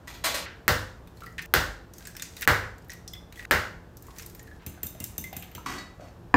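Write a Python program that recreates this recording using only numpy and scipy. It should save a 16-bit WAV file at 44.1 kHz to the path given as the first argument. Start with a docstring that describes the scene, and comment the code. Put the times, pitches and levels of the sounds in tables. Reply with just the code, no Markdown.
"""Cracking and beating eggs

A hard-walled kitchen heard by a phone, in short scenes spliced end to end: a dish rattles onto a stove,
eggs are knocked on a stone counter and pried open, a fork beats them in a bowl, a glass dish is dragged
and set down. Struck things are decaying sines, snaps are bursts of noise, scrapes are dense random clicks.
Walls echo every sound until the next splice cuts it off; an appliance hum lies underneath."""
import sys
import numpy as np
from scipy import signal
from scipy.io import wavfile

SR = 44100
rng = np.random.default_rng(int(sys.argv[2]) if len(sys.argv) > 2 else 0)


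def invert_db(level):
    """Linear amplitude ratio for a level in decibels (20 dB per decade), elementwise."""
    return 10 ** (np.asarray(level, dtype=float) / 20)


def materialize(psi):
    """Save the field psi as 16-bit PCM at rate SR to the path in sys.argv[1].

    A 1-D psi becomes a single channel; in a 2-D psi each row is a channel.
    """
    bounded = np.clip(np.atleast_2d(psi).T, -1, 1)
    quanta = np.round(bounded * 32767).astype(np.int16)
    wavfile.write(sys.argv[1], SR, quanta)


N = 280509  # length in samples


def read(points, hz):
    """A table of (frequency, value) read on a log-frequency axis."""
    f, value = np.transpose(points)
    return np.interp(np.log(hz + 1), np.log(f + 1), value)


def evened(x):
    """Scaled to rms 1."""
    return x / np.sqrt(np.mean(x ** 2) + 1e-20)


def colour(x, points):
    """Causal minimum-phase filter with the given (Hz, dB) response."""
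    log_gain = np.log(invert_db(read(points, abs(np.fft.fftfreq(8192, 1 / SR)))))
    spectrum = np.exp(np.conj(signal.hilbert(log_gain)))
    taps = np.fft.ifft(spectrum).real[:4096]
    return signal.oaconvolve(x, taps)[:len(x)]


def band(x, lo_hz, hi_hz):
    """Band-pass."""
    return signal.sosfilt(signal.butter(2, [lo_hz, hi_hz], "band", fs=SR, output="sos"), x)


def add(mix, s, sound):
    """Mixes a sound in at a time; the next splice cuts it short."""
    splice = min([row[0] for row in SCENES if row[0] > s] + [N / SR])
    part = mix[..., round(s * SR):round(splice * SR)][..., :sound.shape[-1]]
    part += sound[..., :part.shape[-1]]


def ring(modes, spread_db=0, rise=0.00034, longer=1):
    """Struck modes as decaying sines; each blow lands elsewhere and weights them anew."""
    t = np.arange(SR // 2) / SR
    luck = rng.standard_normal(len(modes))
    tones = np.zeros(len(t))
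    for (hz, db, t60), z in zip(modes, luck):
        decay = invert_db(db + spread_db * z - 60 * t / (t60 * longer))
        tones += decay * np.sin(2 * np.pi * hz * t)
    return tones * (1 - np.exp(-t / rise))


def burst(decay_ms, lo_hz, hi_hz):
    """A splinter of noise, peak 1, and the even click of equal energy that the walls receive."""
    t_ms = np.arange(SR // 10) / SR * 1000
    fading = rng.standard_normal(len(t_ms)) * np.exp(-t_ms / max(decay_ms, .2))
    splinter = band(fading, lo_hz, hi_hz)
    splinter = splinter / abs(splinter).max()
    click = band(signal.unit_impulse(len(t_ms)), lo_hz, hi_hz)
    return np.array([splinter, click * np.linalg.norm(splinter) / np.linalg.norm(click)])


def sends(room_db):
    """Gains for the direct path and for the walls."""
    return np.array([[1], [invert_db(room_db)]])


def envelope(rows, rise_s, fall_db_per_s):
    """Gain of a set of strokes (s, dB, hold s): each swells, holds and falls away."""
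    out, t = np.zeros(N), np.arange(2 * SR) / SR
    for s, db, hold in rows:
        swell = np.minimum(t / rise_s, 1) ** 2
        fall_db = fall_db_per_s * np.maximum(t - rise_s - hold, 0)
        add(out, s, swell * invert_db(db - fall_db))
    return out


def grit(per_s, spread_db):
    """Random clicks of uneven size."""
    size = invert_db(spread_db * np.minimum(rng.exponential(1, N), 4))
    happens = rng.random(N) < per_s / SR
    return size * happens * rng.choice([-1., 1.], N)


# egg on stone, parts relative to the blow: start_s, blow_db, shell_crack_db, counter_boom_db, echo_treble_db
EGG_KNOCKS = [(0.68, -0.5, -7, -20.5, -2.5), (1.539, 1, -10, -24.5, -4.5), (2.4758, 2.5, -14.5, -24.5, -19),
              (3.5107, 1, -17, -25.5, -17.5)]
# modes of the whole egg: pitch_hz, level_db, t60_s
EGG_MODES = [(1500, -0.5, 0.0089), (1350, -65, 0.013), (1750, -2, 0.0067), (1980, 6.5, 0.0036),
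             (1050, -28.5, 0.0059), (2840, -16, 0.0087), (5000, -21, 0.0026)]
# modes of the stone counter: pitch_hz, level_db, t60_s
COUNTER_MODES = [(47.4, -4.5, 0.71), (75.7, 0.5, 0.32), (101.7, -2.5, 0.62), (150.5, -1, 0.25),
                 (186.6, -4.5, 0.19), (235, -11, 0.13), (329, -27, 0.078), (479, -1.5, 0.26),
                 (517, -11.5, 0.65), (600, -0.5, 0.28), (764, 0.5, 0.16)]
# tone of the blow as the walls receive it: frequency_hz, gain_db
WALL_BLOW_COLOUR = [(120, -31), (200, -13), (522, -10.5), (689, -12), (770, -10.5), (1220, -8.5), (1470, 4),
                    (2510, -5.5), (4970, -14), (9660, -22), (14000, -20.5), (15600, -15.5), (16500, -55)]


def knocks():
    """The egg's hollow knock and shell crack, and the slower boom of the counter; rows: direct, to the walls."""
    out = np.zeros((2, N))
    click = colour(signal.unit_impulse(4096), WALL_BLOW_COLOUR)
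    for s, db, crack_db, boom_db, bright_db in EGG_KNOCKS:
        add(out, s, invert_db(db - 7) * ring(EGG_MODES, spread_db=2.0) * sends(room_db=3.0))
        add(out[0], s, invert_db(db + crack_db) * burst(0.63, 12000, 15200)[0])
        add(out[0], s, invert_db(db - 11.5) * burst(0.31, 2300, 8100)[0])
        brighter = click + invert_db(bright_db) * band(click, 2400, 19000)
        add(out[1], s, invert_db(db + 11.5) * brighter / np.linalg.norm(click))
        boom = ring(COUNTER_MODES, spread_db=1.3, rise=0.0097)
        add(out, s + 0.00412, invert_db(db + boom_db - 4.0) * boom * sends(room_db=-22.0))
    return out


# shell snapping, the hollow body relative to the snap: start_s, level_db, pitch_hz, hollow_body_db
SHELL_SNAPS = [(1.073, -47.5, 3500, -4), (1.171, -47, 4140, -15), (1.2057, -46, 3870, -5),
               (1.235, -44.5, 3890, -1), (1.2614, -42, 4740, -9), (1.3244, -52, 6870, -17),
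               (1.381, -35, 3800, 5), (1.3907, -34, 3250, 8), (1.4184, -44, 8400, -12),
               (1.4232, -35.5, 6100, -11), (1.4571, -41, 6190, -17), (1.936, -37, 6140, -21),
               (1.9824, -36.5, 6400, -20), (2.0526, -34, 7550, -8), (2.071, -28.5, 8460, -14),
               (2.1505, -39, 5440, -12), (2.166, -31.5, 5430, -5), (2.1964, -31.5, 3670, -5.5),
               (2.2217, -18, 6550, -13.5), (2.3667, -31, 3760, -12), (2.4098, -35, 8200, -3),
               (2.42, -24.5, 6030, -4), (2.4258, -25.5, 3760, 2), (2.782, -47.5, 7750, -13),
               (2.821, -53, 5100, -9), (2.8454, -53, 13500, -6), (2.884, -62, 14000, -9),
               (2.895, -39.5, 3720, -22), (2.902, -29.5, 5860, -15), (2.9176, -34, 5270, -8.5),
               (2.933, -39, 12500, -15), (3.0773, -26.5, 5760, -45), (3.1341, -37, 3330, -29),
               (3.1494, -45, 3420, -2), (3.324, -40.5, 3800, -2), (3.3575, -41, 3260, -7),
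               (3.393, -39.5, 3820, 2), (3.4254, -48, 13000, 5), (3.4521, -37.5, 3930, 4.5),
               (3.9698, -39, 5900, -34), (4.0236, -46, 6900, -29), (4.067, -45, 7100, -11),
               (4.1843, -30, 6300, -14), (4.1959, -34, 6260, -2.5), (4.2223, -37, 5560, -24),
               (4.262, -35, 8100, -31), (4.2984, -42.5, 14000, -22), (4.349, -41, 14100, -7),
               (4.394, -36.5, 6900, -13), (4.429, -50, 11900, -14), (4.472, -50, 4020, 0)]
# hollow shell halves, blobs of egg and small bumps, each with one dull pitch: start_s, level_db, pitch_hz
DULL_NOTES = [(.078, -32.5, 1950), (.243, -32, 587), (.288, -30, 610), (.344, -28, 570), (.38, -38, 1435),
              (1.221, -34, 1350), (1.24, -37, 1297), (1.266, -34.5, 1943), (1.385, -26, 1823),
              (2.009, -46.5, 1580), (2.073, -36.5, 1660), (2.152, -38.5, 1690), (2.198, -37.5, 3600),
              (2.896, -33, 1913), (2.935, -44, 1990), (3.375, -40, 1930), (3.395, -31.5, 1920),
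              (3.45, -29.5, 1910), (4.084, -39.5, 1093), (4.396, -42.5, 1850), (4.478, -42.5, 1750),
              (4.513, -42, 1710), (4.776, -43.5, 1500), (4.775, -48, 720), (4.84, -47.5, 1350),
              (4.95, -41.5, 660), (5.006, -38.5, 2790), (5.328, -32.5, 747), (5.36, -44, 2530),
              (5.424, -54, 1630), (5.581, -37, 1320), (5.579, -38.5, 980), (5.663, -26, 1050),
              (5.661, -32.5, 1350), (5.781, -40, 1140), (5.997, -37, 600), (6.02, -42.5, 690)]
# fingers working the shell: start_s, level_db, hold_s
FINGER_RUSTLE = [(1.13, -65, 0.097), (1.92, -59, 0.095), (2.15, -63, 0.16), (2.34, -52, 0.12),
                 (3.33, -55, 0.025), (4.0, -62.5, 0.077), (4.13, -54.5, 0.026), (4.28, -71.5, 0.36)]
# tone of the fingers' crackle: frequency_hz, relative_db_per_hz
RUSTLE_TONE = [(710, -47), (1200, -15), (1910, 13), (2510, -4), (6370, 3), (10300, 3), (14500, -3.5),
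               (16000, 5)]


def shells():
    """Snaps with a pitch, a hollow body and a thin top; dull notes; a fine crackle under the fingers."""
    out = np.zeros((2, N))
    snap_ms = 4.3  # decay constant that every layer of a snap scales
    for s, db, hz, hollow_db in SHELL_SNAPS:
        add(out, s, -invert_db(db - 5) * burst(snap_ms, 3950, 9600))
        add(out, s, invert_db(db - 9.0) * burst(snap_ms * 1.1, hz * 0.95, hz * 1.05))
        add(out, s, invert_db(db + hollow_db) * burst(snap_ms * 1.45, 1450, 2750))
        # higher snaps have more top, 4 dB per octave, and it varies from snap to snap
        top_db = db - 2 + 4 * np.log2(hz / 6000) + 6 * rng.standard_normal()
        add(out, s, invert_db(top_db) * burst(snap_ms * 0.71, 12600, 22000))
    for s, db, hz in DULL_NOTES:
        modes = [(hz, 0, 1), (hz * 1.05, -8, .7), (hz * .94, -6, .7)]  # t60 as a share of 0.038 s
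        add(out, s, invert_db(db) * ring(modes, rise=0.0014, longer=0.038) * sends(room_db=1.5))
        add(out, s, invert_db(db - 14.5) * burst(5.4, hz * 0.4, hz * 2.3))
    crackle = evened(grit(1500, 2.0)) + 1.2 * rng.standard_normal(N)
    crackle = evened(colour(crackle, RUSTLE_TONE))
    chips = invert_db(-7) * evened(band(grit(220, 5.0), 1100, 6500))
    return out + (crackle + chips) * envelope(FINGER_RUSTLE, rise_s=0.042, fall_db_per_s=116)


# fork on bowl, slop of egg and knock of the bowl relative to the beat: start_s, level_db, slop_db, knock_db
FORK_BEATS = [(4.6639, -24, -20, -17), (4.831, -22, -18, -18), (4.8683, -26.5, -38, -30),
              (4.9476, -47, -7, -9), (5.002, -24.5, -19, -20), (5.0407, -23.5, -38, -19.5),
              (5.18, -19.5, -21, -24.5), (5.24, -30, -29, -20), (5.3289, -35, -18, -4),
              (5.3657, -23, -22, -16.5), (5.4241, -35, -34, -1), (5.514, -48, -10, -4),
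              (5.5501, -26.5, -16.5, -12.5)]
# modes of the tines, before whisking() shortens them: pitch_hz, level_db, t60_s
TINE_MODES = [(2830, -16, .04), (3700, -14, .04), (6240, -7, .04), (6900, -12, .03), (7540, -8, .04),
              (8610, -11, .03), (10070, -7, .05), (11200, -13, .03), (11850, -10, .03), (12570, -11, .03),
              (13240, -7, .02), (13660, 0, .04), (14580, -10, .02), (15200, -10, .02)]
# tines dragging through egg over the glaze: start_s, level_db, hold_s
STIRRING = [(4.6, -64.5, 1.04)]
# tone of that scrape: frequency_hz, relative_db_per_hz
STIR_TONE = [(290, -31), (500, -27), (708, -8), (1460, -12), (1620, -7), (3200, -14.5), (14000, -34),
             (16000, -22)]


def whisking():
    """Each beat: a short noisy contact rings the tines, with a low slop of egg; a thin scrape runs under all."""
    out = np.zeros((2, N))
    for s, db, slop_db, knock_db in FORK_BEATS:
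        contact = burst(.3, 1500, 16500)[0][:600]
        struck = ring(TINE_MODES, spread_db=3.5, longer=0.91)
        tines = signal.oaconvolve(struck, contact / np.linalg.norm(contact))
        add(out, s, invert_db(db - 13) * tines * sends(room_db=4.5))
        add(out, s, invert_db(db + knock_db) * burst(13.0, 1500, 3400))
        # the less egg cushions a beat, the sharper its tick
        tick = burst(0.86, 12600, 17800) - 0.49 * burst(3.4, 5130, 10500)
        add(out, s, invert_db(db - 8 - 0.27 * slop_db) * tick)
        add(out, s + 0.00273, invert_db(db + slop_db + 6.0) * burst(4.3, 79, 323))
    scraping = evened(grit(1200, 4.8)) + 0.57 * rng.standard_normal(N)
    scraping = evened(colour(scraping, STIR_TONE))
    return out + envelope(STIRRING, rise_s=0.0092, fall_db_per_s=300) * scraping


def scrape(force, body, modes, per_s, spread_db, ring_db, upper_db, top_db, brighten):
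    """Dense small impacts excite a broad body and its narrow resonances; harder contact is brighter."""
    hits = evened(grit(per_s, spread_db))
    t = np.arange(SR // 5) / SR
    tones = np.zeros(len(t))
    for hz, width_hz, db in modes:
        decay = np.sqrt(width_hz) * np.exp(-np.pi * width_hz * t)
        tones += invert_db(db) * decay * np.sin(2 * np.pi * hz * t)
    resonances = evened(signal.oaconvolve(hits, tones)[:N])
    x = evened(colour(hits, body)) + invert_db(ring_db) * resonances
    hardness = (force / force.max()) ** brighten
    upper = invert_db(upper_db) * hardness * evened(band(x, 8340, 10940))
    top = invert_db(top_db) * evened(band(hits, 10300, 15000))
    return force * (evened(band(x, 102, 8400)) - upper + top)  # neighbouring bands join in opposite sign


# jolts of the dish chattering on the stove: start_s, level_db, hold_s
STOVE_JOLTS = [(0.070, -41.5, 0.005), (0.134, -48, .003), (0.237, -25, 0.017), (0.338, -30.5, 0.014)]
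# broad tone of dish and stove: frequency_hz, relative_db_per_hz
STOVE_TONE = [(120, -36), (200, -21), (258, -4.5), (488, -22), (575, -3.5), (1560, -0.5), (4100, -3.5),
              (7900, -8.5), (8980, -16), (15500, -20)]
# resonances of burner coils and pan: pitch_hz, width_hz, level_db
STOVE_MODES = [(600, 190, -12.5), (2550, 105, 14.5), (3600, 47, -18.5), (4200, 81, 13.5), (4870, 34, 2.5),
               (5170, 29, 3), (6660, 68, 5.5), (7100, 120, -9.5), (8880, 37, 12)]
# jolts of the glass dragged over stone: start_s, level_db, hold_s
DRAG_JOLTS = [(5.657, -36, 0.0028), (5.68, -40, 0.071), (5.778, -42.5, 0.0033), (5.995, -57.5, 0.085)]
# broad tone of the drag: frequency_hz, relative_db_per_hz
DRAG_TONE = [(88, -48), (150, -10), (321, -2.5), (475, -14.5), (1140, -2), (1420, -5), (2550, -8.5),
             (4160, -17.5), (6390, -15.5), (16000, -50)]
# modes of the glass dish: pitch_hz, level_db, t60_s
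GLASS_MODES = [(1270, -9, .15), (1965, 2, .2), (2509, -16, .2), (2907, -12, .1), (3833, -11, .35),
               (4441, -4, .17), (5033, -18, .25), (7122, -16, .15), (8300, -19, .12)]
# the dish lands flat: start_s, level_db
DISH_LANDING = (6.3412, 2.9)
# modes of glass on stone: pitch_hz, level_db, t60_s
SLAB_MODES = [(121, -18, .15), (243, -11.5, 0.13), (284.4, -7.5, 0.091), (483, -4.5, 0.039),
              (812, -7.5, 0.059), (1003, 10, 0.015), (1750, 7.5, 0.019), (2430, -2.5, 0.017),
              (4810, -16, 0.012), (7080, -29.5, 0.063)]


def dishes():
    """The dish chatters on the stove, then the glass dish is dragged as gritty jolts and lands as struck modes."""
    chatter_force = envelope(STOVE_JOLTS, rise_s=0.0054, fall_db_per_s=250)
    out = invert_db(-3.5) * scrape(chatter_force, STOVE_TONE, STOVE_MODES, per_s=2600, spread_db=1.5,
                             ring_db=-11, upper_db=-10.5, top_db=-11, brighten=1.0)
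    drag_force = envelope(DRAG_JOLTS, rise_s=0.0054, fall_db_per_s=420)
    glass_widths = [(hz, 1.1 / t60, db) for hz, db, t60 in GLASS_MODES]
    out += invert_db(-3) * scrape(drag_force, DRAG_TONE, glass_widths, per_s=1600, spread_db=2.5,
                            ring_db=-14.0, upper_db=-15.5, top_db=-18, brighten=.05)
    land_s, land_db = DISH_LANDING
    add(out, land_s, invert_db(land_db - 12.5) * ring(SLAB_MODES, rise=0.00064))
    add(out, land_s, invert_db(-34) * burst(1.32, 2800, 15070)[0])
    return out


# modes of the glazed bowl: pitch_hz, level_db, t60_s
BOWL_MODES = [(2060, 4, 0.06), (3445, -1, 0.077), (5106, 0.5, 0.046), (5620, -0.5, 0.039)]
# the bowl touched, with the pitch that the spot favours: start_s, level_db, favoured_hz
BOWL_TOUCHES = [(3.082, -42, 5620), (3.136, -36, 3445), (4.664, -55, 2060), (5.003, -50, 2060),
                (5.241, -36.5, 2060)]
# the glass dish struck: start_s, level_db
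GLASS_CLINKS = [(5.664, -43), (5.78, -39.5)]


def clinks():
    """Clean modes of the glazed bowl, weighted by where the touch lands, and of the glass dish."""
    out = np.zeros(N)
    for s, db, spot_hz in BOWL_TOUCHES:
        modes = []
        for hz, own_db, t60 in BOWL_MODES:
            away_db = 16 * abs(np.log2(hz / spot_hz))  # 16 dB per octave from the favoured pitch
            modes.append((hz, db + own_db - away_db, t60))
        add(out, s, ring(modes))
    for s, db in GLASS_CLINKS:
        add(out, s, invert_db(db) * ring(GLASS_MODES))
    return out


# time the tail takes to die: frequency_hz, t60_s
TAIL_T60 = [(60, 0.58), (160, 0.47), (420, 0.52), (1100, 0.47), (2900, 0.43), (7700, 0.43), (15000, 0.3)]
# tone of the whole echo: frequency_hz, gain_db
ECHO_COLOUR = [(60, 11), (400, 1.5), (1500, -4), (4000, -3), (8000, -5.5), (14000, -6)]
# first echoes, levels relative to each other: delay_s (nominal), level_db
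FIRST_ECHOES = [(.0025, -9.5), (.0062, 1), (0.012, 1), (0.018, -13.5), (.0265, -10.5)]


def echo():
    """A few wall echoes inside a dense noise tail that dies band by band."""
    hz, t, z = signal.stft(rng.standard_normal(SR), SR, nperseg=256)
    decay = invert_db(-60 * t / read(TAIL_T60, hz)[:, None])
    tail = signal.istft(z * decay, SR, nperseg=256)[1][:SR]
    tail = tail * (1 - np.exp(-np.arange(SR) / SR / 0.0005))  # the tail takes a moment to fill in
    tail = tail / np.linalg.norm(tail)
    for delay, db in FIRST_ECHOES:
        add(tail, delay * rng.uniform(0.92, 1.05), invert_db([db - 14.5]))
    return colour(tail, ECHO_COLOUR)


# tone of the appliance rumble: frequency_hz, relative_db_per_hz
HUM_TONE = [(18, -50.5), (30, 3), (71, -2.5), (185, -11.5), (234, -11), (524, -17.5), (794, -20),
            (1730, -28), (2030, -36), (2840, -37), (3780, -40), (9390, -47), (15000, -50)]
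# fridge and fans: pitch_hz, level_db
FRIDGE_AND_FANS = [(96.9, -68), (118.4, -60), (172.3, -59.5), (344.5, -67), (452.2, -67)]


def hum():
    """Appliance rumble as coloured noise, with a few wavering lines of very narrow noise."""
    x = invert_db(-49) * evened(colour(rng.standard_normal(N), HUM_TONE))
    for hz, db in FRIDGE_AND_FANS:
        x = x + invert_db(db) * evened(band(rng.standard_normal(N), hz - 3.5, hz + 1.9))
    return x


# the spliced scenes and a trim on the hum in each: start_s, hum_trim_db
SCENES = [(0, 0.5), (.457, 0), (1.462, -1), (2.455, -0.5), (3.455, -0.5), (4.595, -2), (5.656, 0)]
# scenes that open on the echo of a blow just before: start_s, level_db
CARRIED_ECHOES = [(.457, -6.5), (4.595, -26.5)]


def scene():
    """Each scene echoes on its own and is cut at the next splice."""
    blows, small, beats, big, tones = knocks(), shells(), whisking(), dishes(), clinks()
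    near = blows[0] + small[0] + beats[0] + big + tones
    # what the walls receive
    far = blows[1] + invert_db(-1.0) * small[1] + invert_db(-1.0) * beats[1] + invert_db(2.0) * big + invert_db(-0.5) * tones
    clack = band(colour(signal.unit_impulse(4096), WALL_BLOW_COLOUR), 300, 6000)
    for s, db in CARRIED_ECHOES:
        add(far, s, invert_db(db) * clack / np.linalg.norm(clack))
    out, air = np.zeros(N), hum()
    ends = [row[0] for row in SCENES[1:]] + [N / SR]
    for (start, hum_db), end in zip(SCENES, ends):
        a, b = round(start * SR), round(end * SR)
        echoed = signal.fftconvolve(far[a:b], echo())[:b - a]
        out[a:b] = near[a:b] + echoed + invert_db(hum_db) * air[a:b]
    return out[None]


def roll_off(x):
    """The treble ends steeply here."""
    return signal.sosfilt(signal.butter(12, 16840, fs=SR, output="sos"), x)


# response of the phone's microphone: frequency_hz, gain_db
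MICROPHONE_COLOUR = [(30, -10.5), (60, 3.5), (200, 0), (7000, 2), (10500, -1), (13000, 5.5), (15500, 0.5),
                     (16500, -27), (17000, -83)]


def record(dry):
    """Microphone colour, then a soft ceiling that rounds off the peaks."""
    heard = colour(dry[0], MICROPHONE_COLOUR)
    ceiling = 1.297
    mix = ceiling * np.tanh(heard / ceiling)[None]
    return roll_off(mix)


dry = scene()
out = record(dry)
materialize(out)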